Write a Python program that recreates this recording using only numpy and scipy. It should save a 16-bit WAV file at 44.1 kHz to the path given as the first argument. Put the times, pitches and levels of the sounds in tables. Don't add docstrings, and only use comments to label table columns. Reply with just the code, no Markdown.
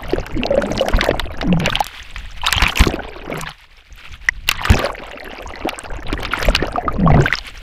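import sys
import numpy as np
from scipy import signal
from scipy.fft import rfft, irfft, next_fast_len
from scipy.io import wavfile
from scipy.ndimage import uniform_filter1d, map_coordinates

SR = 44100
rng = np.random.default_rng(int(sys.argv[2]) if len(sys.argv) > 2 else 0)


def write(x):
    x = np.atleast_2d(x).T
    wavfile.write(sys.argv[1], SR, np.round(np.clip(x, -1, 1) * 32767).astype(np.int16))


N = 336027
TIME = np.arange(N) / SR

# t/s, length/s, level/dB
AIR_CLOUDS = [(0.106, 0.076, -27.5), (0.418, 0.73, -22.5), (1.376, 0.33, -26), (2.757, 0.22, -26),
              (3.225, 0.15, -27), (4.663, 0.23, -23), (5.633, 0.034, -19.5), (6.077, 0.474, -31.5),
              (6.609, 0.033, -22), (6.727, 0.35, -26), (7.037, 0.2, -18.5)]
# t/s, length/s, froth level/dB, spray level/dB
STROKE_SPLASHES = [(0, 0.16, -36.5, -46.5), (0.502, 0.577, -35.5, -42), (0.896, 0.16, -26, -58),
                   (1.606, 0.16, -23, -43), (2.408, 0.099, -23, -38), (2.514, 0.18, -21, -37),
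                   (2.743, 0.09, -22, -27.5), (2.88, 0.14, -32.5, -54), (3.289, 0.19, -30, -43),
                   (4.466, 0.026, -21.5, -35), (4.567, 0.16, -26.5, -41), (4.652, 0.21, -23, -35),
                   (4.87, 0.98, -37.5, -51.5), (6.044, 0.21, -32, -49), (6.29, 0.17, -24, -37.5),
                   (6.458, 0.19, -28.5, -47.5), (7.074, 0.28, -27, -44.5)]
# t/s, starting f/Hz, level/dB, t60/s
CLOSE_BUBBLES = [(0.133, 364, -1.5, 0.026), (0.1826, 518, -5.5, 0.015), (0.4343, 2720, -6.5, 0.0066),
                 (0.4648, 4230, -7, 0.0033), (0.5053, 560, -12.5, 0.13), (0.541, 530, -10.5, 0.071),
                 (0.576, 562, -7, 0.069), (0.622, 1470, -14.5, 0.019), (.6338, 580, -14, 0.041),
                 (0.778, 4170, -1.5, 0.0017), (0.796, 2920, -13, 0.02), (0.808, 533, -11.5, 0.098),
                 (1.0886, 560, -1.5, 0.024), (1.11, 357, 5, 0.009), (1.4273, 646, -0.5, 0.0058),
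                 (1.5264, 2740, -14, .01), (1.676, 556, -10.5, 0.03), (1.7009, 3520, -12, 0.0087),
                 (1.755, 3050, 1, 0.0049), (1.8048, 767, -5.5, 0.033), (2.4348, 895, -18.5, .04),
                 (2.47, 3620, -9, 0.018), (2.4833, 1260, -5.5, 0.012), (2.5802, 3120, -10, 0.019),
                 (2.6653, 2430, -3.5, 0.011), (2.775, 2640, -6.5, 0.0086), (2.8691, 347, -0.5, 0.018),
                 (2.939, 330, -10, 0.027), (3.4725, 1680, -16.5, 0.011), (4.287, 1873, 2.5, 0.015),
                 (4.4896, 2640, 0, 0.012), (4.6148, 1000, -11.5, 0.011), (4.84, 547, -14, 0.063),
                 (5.6479, 330, -16, 0.053), (5.79, 8170, -13.5, 0.0033), (6.127, 292, -10, 0.031),
                 (6.3357, 1390, -6.5, 0.017), (6.4852, 598, -1, 0.018), (6.549, 2850, -12, 0.038),
                 (6.5623, 4470, 2.5, 0.0024), (6.6243, 368, -0.5, 0.015), (6.758, 1195, -12.5, 0.029),
                 (6.7796, 708, -11.5, 0.058), (6.88, 1220, -10, 0.041), (7.0744, 1090, -9, 0.043),
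                 (7.102, 740, -5.5, 0.021), (7.142, 700, -7.5, 0.03), (7.191, 336, -11, 0.08),
                 (7.258, 1500, -8.5, 0.032), (7.2824, 2160, -10.5, .01), (7.326, 1900, -1, 0.01),
                 (7.354, 5060, -14.5, 0.0095), (7.3867, 4400, -7, 0.0028)]
# t/s, splat level/dB, crack level/dB
DROP_HITS = [(.2648, -22, -24), (.62, -20.5, -36), (.885, -16, -15.5), (1.0098, -6.5, -27),
             (1.042, -13, -13), (1.1959, -8.5, -15), (1.4117, -11, -29), (1.5998, -17.5, -22),
             (1.6597, -7, -12.5), (1.8037, -27, -14), (1.8432, -42, -16.5), (1.8667, -43, -14),
             (2.1605, -20.5, -36), (2.465, -8, -11), (2.5262, -4, 2), (2.621, -4, -12), (2.6353, -4, -19),
             (2.683, -19, -29), (2.7975, -12, -16), (2.8062, -2, -14), (2.8368, -8, -19), (4.4897, -3.5, 1),
             (4.5138, -8, -6), (4.652, -8.5, -16.5), (4.701, -8.5, -12), (4.72, -12.5, -14.5),
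             (4.7916, -20, -16), (5.6905, -11.5, -15.5), (6.128, -17, -23), (6.2307, -23, -20),
             (6.2502, -11.5, -28), (6.4278, -13, -15), (6.55, -4, -14.5), (7.337, -10, -28.5)]
# t/s, length/s, level/dB, settled f/Hz
AIR_POCKETS = [(0.348, 0.11, -22, 246), (0.467, 0.48, -29, 205), (1.439, 0.23, -15, 173.6),
               (2.928, 0.38, -40, 413), (3.265, 0.262, -32.5, 150.8), (6.98, 0.27, -13, 150)]
# t/s, level/dB, swing f/Hz
PORT_WAVES = [(0.938, -2.5, 37.7), (1.662, -26, 70), (2.56, -10, 74.6), (2.618, -5.5, 47.4), (2.8, 1, 54),
              (2.87, -6, 115), (4.7, 3, 74), (6.476, -3, 34.8)]
# t/s, level/dB
FLOW_LEVELS = [(0, -27), (.6, -23.5), (1.1, -24), (1.32, -28.5), (1.72, -17.5), (1.95, -39.5),
               (2.25, -28.5), (2.7, -28.5), (3.13, -37), (3.35, -28.5), (3.8, -47), (4.1, -34), (4.7, -25),
               (5.2, -41), (6.2, -25), (6.65, -23), (6.9, -26), (7.17, -13), (7.45, -35.5)]
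# from t/s, to t/s, crest t/s, crest half-width/s, level/dB
SURFACINGS = [(1.863, 2.402, 2.02, 0.55, -40), (3.522, 4.485, 4.08, 0.22, -46.5),
              (7.402, 7.697, 7.55, 0.33, -38)]

# Spectra, all f/Hz, level/dB:
HOUSING_BOOM = [(250, -4), (330, -7.5), (440, -4), (560, -2), (700, -1.5), (1000, -7)]
FIZZ_SPECTRUM = [(400, 4), (2900, 6.5), (5500, -13), (7500, -43), (15000, -23)]
WASH_SPECTRUM = [(250, -18), (650, -1.5), (2300, 13), (3400, 10), (6000, -8), (15000, -16)]
SPRAY_SPECTRUM = [(2000, -10.5), (4200, 0.5), (6300, -2.5), (9000, -10.5), (13500, -9.5), (16000, -20.5)]
SPLAT_SPECTRUM = [(500, -10.5), (1300, 0.5), (2900, 2), (5000, -9.5), (15000, -80)]
SLOW_FLOW_SPECTRUM = [(30, -3.5), (55, -6), (110, -20.5), (200, -29.5), (3000, -110)]
FAST_FLOW_SPECTRUM = [(30, -6), (70, -9), (130, -6.5), (250, -18.5), (1500, -110)]

GURGLE_ATTACK_S, GURGLE_RELEASE_S = 0.016, 0.031
SPLASH_ATTACK_S, SPLASH_RELEASE_S = 0.032, 0.046
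SPRAY_BUILD = 0.53
CALM_BIG_DB, CALM_SMALL_DB, CALM_SPRAY_DB = -34, -38.5, -56.5
LAKE_DB = -49.5
WASH_BIG_DB, WASH_SPRAY_DB = -11.5, -16
DEEP_CLIMB_PER_S, SURFACE_CLIMB_PER_S = 0.71, 15.5
PINCH_SPLAT_DB, PINCH_CRACK_DB = -20.5, -37
GLUG_SAG, GLUG_SAG_S = 0.5, 0.032
SLOW_FLOW_DB, FAST_FLOW_DB = -28.5, -11.5
TAIL_T60_S, DROPLET_DECAY_S = 0.03, 0.00069
MIST_DB = -16.5
TOP_HZ = 15600


def strokes():
    in_air, depth = immersion()
    under = 1 - in_air
    wake = sum(amp(db) * np.exp(-((TIME - crest) / width) ** 2) for _, _, crest, width, db in SURFACINGS)
    wash = in_air * (amp(LAKE_DB) + wake)
    clouds = sum(amp(db) * burst(s, length, GURGLE_ATTACK_S, GURGLE_RELEASE_S)
                 for s, length, db in AIR_CLOUDS)
    big = [amp(CALM_BIG_DB) * depth, amp(WASH_BIG_DB) * wash, clouds]
    small = [amp(CALM_SMALL_DB) * under, wash]
    tiny = [amp(CALM_SPRAY_DB) * under, amp(WASH_SPRAY_DB) * wash]
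    spurts = amp(5.2 * np.tanh(wobble(45)))
    for s, length, froth_db, spray_db in STROKE_SPLASHES:
        small.append(amp(froth_db) * burst(s, length, SPLASH_ATTACK_S, SPLASH_RELEASE_S))
        tiny.append(amp(spray_db) * spurts * burst(s, length, SPRAY_BUILD * length, SPLASH_RELEASE_S))
    big_db, small_db, tiny_db = (decibels(np.linalg.norm(parts, axis=0)) for parts in (big, small, tiny))
    muffling = (big_db - small_db) / 20
    return gurgle(big_db, in_air) + fizz(small_db, in_air, muffling) + spray(tiny_db)


def gurgle(db, in_air):
    big = swarm(rate=430, low_hz=237.6, high_hz=858, cycles=8.3, spread_db=5.5, samples=2000)
    return amp(db - 2 - 2 * in_air) * even(colour(big, HOUSING_BOOM), seconds=0.26)


def fizz(db, in_air, muffling):
    plinks = swarm(rate=270, low_hz=900, high_hz=6500, cycles=20, spread_db=6.5, samples=800, rise=0.12)
    dense = swarm(rate=1500, low_hz=700, high_hz=9000, cycles=13, spread_db=5, samples=600)
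    froth = unit(dense + rng.standard_normal(N) / 2)
    froth_share = np.clip((db + 40) / 40, 0.3, 0.6)
    bubbles = blend(unit(scatter(plinks, wet_db=-1.5)), froth, froth_share)
    clumps = bubbles * amp(4 * wobble(70))
    bright = even(colour(clumps, FIZZ_SPECTRUM), seconds=0.029)
    dull = unit(signal.sosfilt(signal.butter(2, 2300, fs=SR, output="sos"), bright))
    submerged = blend(bright, dull, muffling)
    hiss = colour(0.64 * dense + rng.standard_normal(N), WASH_SPECTRUM)
    wash = unit(hiss * amp(3.8 * wobble(37)))
    return amp(db) * blend(submerged, wash, in_air)


def spray(db):
    pings = swarm(rate=110, low_hz=3800, high_hz=13000, cycles=20, spread_db=8, samples=400)
    pings = unit(scatter(pings, wet_db=-6))
    sparse = droplets(rate=80, spread_db=9, patchy_db=8.5)
    dense = droplets(rate=360, spread_db=6, patchy_db=9)
    single = even(colour(pings + 0.81 * sparse, SPRAY_SPECTRUM), seconds=0.15)
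    crowd = even(colour(dense, SPRAY_SPECTRUM), seconds=0.058)
    mist = colour(rng.standard_normal(N), SPRAY_SPECTRUM)
    return amp(db + 2) * (blend(single, crowd, share=(db + 46) / 20) + amp(MIST_DB) * mist)


def plops():
    rings, pinches = np.zeros(N), []
    t = np.arange(SR // 10) / SR
    _, depth = immersion()
    for s, hz, db, t60 in CLOSE_BUBBLES:
        climb = DEEP_CLIMB_PER_S + SURFACE_CLIMB_PER_S * (1 - depth[int(s * SR)]) ** 2
        add(rings, s, amp(db + 7.5) * bubble(t, hz, t60, rise=climb * t60))
        brightness_db = decibels(min(hz / 3000, 1))
        pinches.append((s, db + PINCH_SPLAT_DB, db + PINCH_CRACK_DB + brightness_db))
    return rings + smacks(pinches)


def smacks(drops):
    rings, splats, cracks = np.zeros((3, N))
    t = np.arange(SR // 10) / SR
    for s, splat_db, crack_db in drops:
        shards_hz = 2400 * np.exp(0.494 * rng.standard_normal((7, 1)))
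        delay = 0.0027 * rng.exponential(size=(7, 1))
        shards = bubble(np.maximum(t - delay, 0), shards_hz, t60=26 / shards_hz, rise=0.19)
        add(rings, s, amp(splat_db - 2) * (np.exp(-delay / 0.013) * shards).sum(axis=0))
        add(splats, s, amp(splat_db - 2.5) * rng.standard_normal(len(t)) * np.exp(-t / 0.0036))
        add(cracks, s, amp(crack_db) * rng.standard_normal(len(t)) * np.exp(-t / 0.001))
    return rings + colour(splats, SPLAT_SPECTRUM) + colour(cracks, SPRAY_SPECTRUM)


def glugs():
    out = np.zeros(N)
    for ratio, size_db in [(1, -1.5), (1.6, -16)]:
        waver, throb = np.exp(0.0974 * wobble(110)), amp(3.7 * wobble(70))
        for s, length, db, hz in AIR_POCKETS:
            span = slice(int(s * SR), int((s + length) * SR))
            t = TIME[span] - TIME[span][0]
            pitch = ratio * hz * waver[span] * (1 + GLUG_SAG * np.exp(-t / GLUG_SAG_S))
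            tone = np.sin(2 * np.pi * np.cumsum(pitch) / SR)
            envelope = np.sqrt(np.abs(np.sin(np.pi * t / length))) * np.exp(-t / length)
            add(out, s, amp(db + size_db) * unit(envelope * throb[span] * tone))
    return out


def thumps():
    out = np.zeros(N)
    t = np.arange(SR // 5) / SR
    for s, db, hz in PORT_WAVES:
        age = hz * t / 0.46
        push = np.sin(2 * np.pi * hz * t) * age ** 2 * np.exp(2 * (1 - age))
        eddies = colour(rng.standard_normal(len(t)), [(220, 1), (9000, -87)]) * np.exp(-t / 0.044)
        add(out, s, amp(db) * (push + amp(-13.5) * eddies))
    return out


def flow():
    db = np.interp(TIME, *np.transpose(FLOW_LEVELS))
    slow = unit(colour(rng.standard_normal(N), SLOW_FLOW_SPECTRUM))
    fast = unit(colour(rng.standard_normal(N), FAST_FLOW_SPECTRUM))
    turbulence = (db - SLOW_FLOW_DB) / (FAST_FLOW_DB - SLOW_FLOW_DB)
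    return amp(db) * unit(blend(slow, fast, turbulence) * amp(4.7 * wobble(15)))


def immersion():
    above = sum(((TIME > start) & (TIME < end)).astype(float) for start, end, *_ in SURFACINGS)
    in_air = uniform_filter1d(above, SR // 30)
    depth = np.clip(1 - 2 * uniform_filter1d(above, SR), 0, 1)
    return in_air, depth


def bubble(t, hz, t60, rise):
    age = t / t60
    phase = 2 * np.pi * hz * t * (1 + rise * np.minimum(age, 2) / 2)
    return np.sin(phase) * np.exp(-np.log(1000) * age) * (1 - np.exp(-2 * hz * t)) ** 2


def swarm(rate, low_hz, high_hz, cycles, spread_db, samples, rise=0.21):
    when, pitch, rank, ring = np.hsplit(rng.random((int(rate * N / SR), 4), dtype=np.float32), 4)
    hz = low_hz * (high_hz / low_hz) ** pitch
    strength = amp(-spread_db * np.log(rank + 0.02)) * np.sqrt(hz)
    t = np.arange(samples, dtype=np.float32) / SR
    rings = strength * bubble(t, hz, cycles * (0.5 + ring) / hz, rise)
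    where = (when * N).astype(int) + np.arange(samples)
    return unit(np.bincount(where.ravel() % N, rings.ravel(), N))


def droplets(rate, spread_db, patchy_db):
    when, rank = rng.random((int(rate * N / SR), 2)).T
    hits = np.bincount((when * N).astype(int), amp(-spread_db * np.log(rank + 0.02)), N)
    envelope = signal.lfilter([1], [1, -np.exp(-1 / (DROPLET_DECAY_S * SR))], hits)
    spectra = signal.stft(envelope * rng.standard_normal(N), nperseg=128)[2]
    tint = uniform_filter1d(rng.standard_normal(spectra.shape), size=7, axis=0)
    tint = unit(uniform_filter1d(tint, size=4, axis=1))
    return unit(signal.istft(spectra * amp(patchy_db * tint), nperseg=128)[1][:N])


def scatter(x, wet_db):
    t = np.arange(SR // 40) / SR
    block = SR // 20
    out = x.copy()
    for start in range(0, N, block):
        tail = rng.standard_normal(len(t)) * amp(-60 * t / TAIL_T60_S)
        smeared = signal.fftconvolve(x[start:start + block], tail / np.linalg.norm(tail))
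        add(out, start / SR, amp(wet_db) * smeared)
    return out


def colour(x, points):
    size = 2 * next_fast_len(len(x) // 2 + 4096)
    hz, db = np.transpose(points)
    gain = unit(amp(np.interp(np.log(np.fft.rfftfreq(size, 1 / SR) + 1), np.log(hz), db)))
    cepstrum = irfft(np.log(gain))
    cepstrum[1:size // 2] *= 2
    cepstrum[size // 2 + 1:] = 0
    return irfft(rfft(x, size) * np.exp(rfft(cepstrum)))[:len(x)]


def even(x, seconds):
    size = int(seconds * SR)
    power = uniform_filter1d(uniform_filter1d(x * x, size), size)
    return x / np.sqrt(np.abs(power) + 1e-6)


def blend(a, b, share):
    share = np.clip(share, 0, 1)
    return np.sqrt(1 - share) * a + np.sqrt(share) * b


def burst(s, length, attack, release):
    return np.clip((TIME - s) / attack, 0, 1) * np.exp(-np.maximum(TIME - s - length, 0) / release)


def wobble(rate):
    return map_coordinates(rng.standard_normal(int(N * rate / SR) + 2), [TIME * rate])


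def add(track, s, sound):
    part = track[round(s * SR):][:len(sound)]
    part += sound[:len(part)]


def amp(db):
    return 10 ** (np.asarray(db) / 20)


def decibels(x):
    return 20 * np.log10(np.abs(x) + 1e-6)


def unit(x):
    return x / np.sqrt(np.mean(x ** 2) + 1e-20)


def scene():
    return (plops() + smacks(DROP_HITS) + strokes() + glugs() + flow() + thumps())[None]


def record(dry):
    clipped = dry / (1 + np.abs(dry) ** 6) ** (1 / 6)
    low_pass = 1 / (1 + (np.fft.rfftfreq(N, 1 / SR) / TOP_HZ) ** 120)
    return irfft(rfft(clipped) * low_pass, N)


dry = scene()
out = record(dry)
write(out)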